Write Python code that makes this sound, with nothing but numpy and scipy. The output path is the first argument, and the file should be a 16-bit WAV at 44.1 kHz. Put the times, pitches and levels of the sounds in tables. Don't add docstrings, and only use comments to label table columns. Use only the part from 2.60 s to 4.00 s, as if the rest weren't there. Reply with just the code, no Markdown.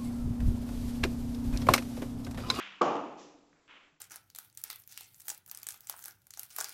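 import sys
import numpy as np
from scipy import signal
from scipy.fft import rfft, irfft
from scipy.io import wavfile
from scipy.ndimage import uniform_filter1d

SR = 44100
rng = np.random.default_rng(int(sys.argv[2]) if len(sys.argv) > 2 else 0)


def inscribe(sig):
    pcm = np.round(np.clip(np.atleast_2d(sig).T, -1, 1) * 32767)
    wavfile.write(sys.argv[1], SR, pcm.astype(np.int16))


N = 61739
T = np.arange(N) / SR
FREQS = np.fft.rfftfreq(N, 1 / SR)


def amp(db):
    return 10 ** (np.asarray(db) / 20)


def by_hz(points, hz):
    curve = np.array(points, float)
    return np.interp(np.log(np.maximum(hz, 1)), np.log(curve[:, 0]), curve[:, 1])


def noise(colour):
    x = irfft(rfft(rng.standard_normal(N)) * amp(by_hz(colour, FREQS)), N)
    return x / x.std()


def wavering_tone(hz, width_hz):
    peak = 1 / (1 + ((FREQS - hz) / (width_hz / 2)) ** 2)
    x = irfft(rfft(rng.standard_normal(N)) * peak, N)
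    return x / x.std()


def decay(start, t60):
    return (T >= start) * np.exp(-np.log(1000) * np.maximum(T - start, 0) / t60)


def attack(start, seconds):
    return 1 - np.exp(-np.maximum(T - start, 0) / seconds)


def ring(start, hz, t60):
    return decay(start, t60) * np.sin(2 * np.pi * hz * (T - start))


def delayed(x, seconds):
    return np.interp(T - seconds, T, x, left=0)


def snap(start, colour, t60):
    burst = noise(colour) * decay(0, t60)
    return delayed(burst / np.abs(burst).max(), start)


def reflection_flicker(depth_db=1.27, grain_s=0.0024):
    jitter = uniform_filter1d(rng.standard_normal(N), int(grain_s * SR))
    return amp(depth_db * jitter / jitter.std())


# t/s, direct level/dB, reverb level/dB, tilt/(dB per octave)
CLICK_CUES = [(-0.060, -29.5, -36.5, .6), (1.0794, -47, -50, -1.5)]
# f/Hz, level/dB
CLICK_EQ = [(100, -26), (300, -15), (700, -11), (1150, -2), (1700, -2.5), (2500, 0.5), (3150, -1.5),
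            (4400, -18), (7000, -26.5), (8500, -42.5)]
def distant_clicks(predelay_s=0.002):
    out = 0
    for start, direct_db, wash_db, tilt_db in CLICK_CUES:
        colour = [(hz, db + tilt_db * np.log2(hz)) for hz, db in CLICK_EQ]
        wash_start = start + predelay_s
        wash = noise(colour) * decay(wash_start, t60=0.81) * attack(wash_start, 0.014)
        tick = snap(start, colour, t60=0.0061)
        out = out + amp(direct_db) * tick + amp(wash_db) * wash * reflection_flicker()
    return out


# f/Hz, level/dB
AIR_EQ = [(25, 0), (60, -3.5), (100, -6), (160, -2), (220, -2.5), (300, 0), (500, -1), (1000, -5.5),
          (2000, -13), (4000, -12.5), (7600, -15), (8500, -24.5)]
def room_tone():
    air = amp(-70.5) * noise(AIR_EQ)
    hum = amp(-74) * wavering_tone(hz=292.8, width_hz=24)
    whine = amp(-89.5) * wavering_tone(hz=7260, width_hz=110)
    return air + hum + whine


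def lingering_tone():
    return amp(-61) * ring(0, hz=198, t60=1.5)


# t/s, level/dB
BUMP_CUES = [(0.104, -64), (0.930, -62.5), (1.322, -60)]
def bumps():
    return sum(amp(db) * ring(start, hz=155.4, t60=0.2) * attack(start, 0.0064)
               for start, db in BUMP_CUES)


# t/s, thud level/dB, crack level/dB
POCKET_HITS = [(0.2117, -24, -48.5), (0.2142, -15, -29), (0.2168, -15, -26), (0.2185, -15.5, -21.5),
               (0.2248, -25.5, -39.5), (0.2300, -36, -28.5), (0.355, -37, -35.5), (0.3663, -47, -36)]
# f/Hz, level/dB, t60/s
POCKET_MODES = [(210, -18.5, 0.062), (354, -8, 0.066), (513, -5.5, .045), (900, -6.5, 0.016),
                (1159, -0.5, 0.015), (1254, -6, 0.025)]
# f/Hz, level/dB
CRACK_EQ = [(100, -40), (1200, -10), (2000, -4), (3000, 4.5), (4200, -10.5), (5500, -14), (7000, -11.5),
            (8500, -32.5)]
def ball_in_pocket(low_cut_hz=190, high_cut_hz=1400):
    thud, crack = 0, 0
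    for start, thud_db, crack_db in POCKET_HITS:
        body = sum(amp(db) * ring(start, hz, t60) for hz, db, t60 in POCKET_MODES)
        thud = thud + amp(thud_db) * body
        crack = crack + amp(crack_db) * snap(start, CRACK_EQ, t60=0.0073)
    thud_band = signal.butter(3, [low_cut_hz, high_cut_hz], "bandpass", fs=SR, output="sos")
    low_cut = signal.butter(2, low_cut_hz, "highpass", fs=SR, output="sos")
    return signal.sosfilt(thud_band, thud), signal.sosfilt(low_cut, crack)


# f/Hz, t60/s
REVERB_TIMES = [(100, 1.5), (280, 0.96), (500, 0.94), (1000, 0.79), (2500, 0.9), (5000, .8), (8000, .75)]
def hall_reverb(start, colour, attack_s):
    spectrum = rfft(noise(colour))
    half_octaves = 2 * np.log2(np.clip(FREQS, 64, 8192))
    tail = 0
    for centre in range(12, 27):
        band = irfft(spectrum * np.maximum(1 - np.abs(half_octaves - centre), 0), N)
        tail = tail + band * decay(start, by_hz(REVERB_TIMES, 2 ** (centre / 2)))
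    return tail * attack(start, attack_s)


# t/s, level/dB
WALL_ECHOES = [(.031, -18.5), (.048, -16), (.063, -11.5), (.070, -15), (.106, -16), (.137, -19),
               (.176, -20), (.222, -23.5)]
# f/Hz, level/dB, t60/s
HALL_RESONANCES = [(197.4, -55.5, 1.3), (283.1, -40.5, 1.3), (296, -46, 1.5), (335, -42.5, 1.3),
                   (478, -42, 1.1), (815, -36.5, .8)]
# f/Hz, level/dB
THUD_REVERB_EQ = [(40, -40), (100, -38.5), (135, -17), (210, -10.5), (290, -1), (450, -3), (680, -1),
                  (830, 0), (1230, -3.5), (1450, -15), (2000, -22), (2850, -19.5), (4000, -32.5),
                  (6800, -33), (8500, -56.5)]
def hall_answer(thud, start=0.215):
    echoes = sum(amp(db) * delayed(thud, lag) for lag, db in WALL_ECHOES)
    modes = sum(amp(db) * ring(start, hz, t60) for hz, db, t60 in HALL_RESONANCES)
    tail = amp(-23.5) * hall_reverb(start, THUD_REVERB_EQ, attack_s=0.007)
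    return echoes + modes * attack(start, 0.03) + tail


# f/Hz, level/dB
HISS_EQ = [(500, -19.5), (1500, -1.5), (3000, 0), (4500, -2.5), (6100, 2.5), (7400, -5), (8500, -24)]
def hiss(start=0.569, attack_s=0.017, hold_s=0.04, t60=0.63):
    fade_in = np.interp(T, [start, start + attack_s], [0, 1])
    release = np.exp(-np.log(1000) * np.maximum(T - start - attack_s - hold_s, 0) / t60)
    return amp(-58) * noise(HISS_EQ) * fade_in * release


# f/Hz, level/dB
TAP_EQ = [(100, -31), (600, -10), (1300, 0.5), (1800, -1), (2400, -3), (3000, -17), (8000, -36)]
def tap(start=0.9288):
    direct = amp(-55) * snap(start, TAP_EQ, t60=0.017)
    return direct + amp(-69) * hall_reverb(start, TAP_EQ, attack_s=0.014)


def scene():
    thud, crack = ball_in_pocket()
    foreground = thud + crack + hall_answer(thud)
    background = distant_clicks() + tap() + hiss() + bumps() + lingering_tone() + room_tone()
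    return (foreground + background)[None]


# t/s, level/dB
MASTER_FADER = [(1.28, -1.5), (1.325, -5), (1.40, -8.5)]
def record(dry, high_cut_hz=7750):
    times, levels_db = np.array(MASTER_FADER).T
    faded = dry * amp(np.interp(T, times, levels_db))
    return signal.sosfilt(signal.ellip(8, .2, 70, high_cut_hz, fs=SR, output="sos"), faded)


dry = scene()
out = record(dry)
inscribe(out)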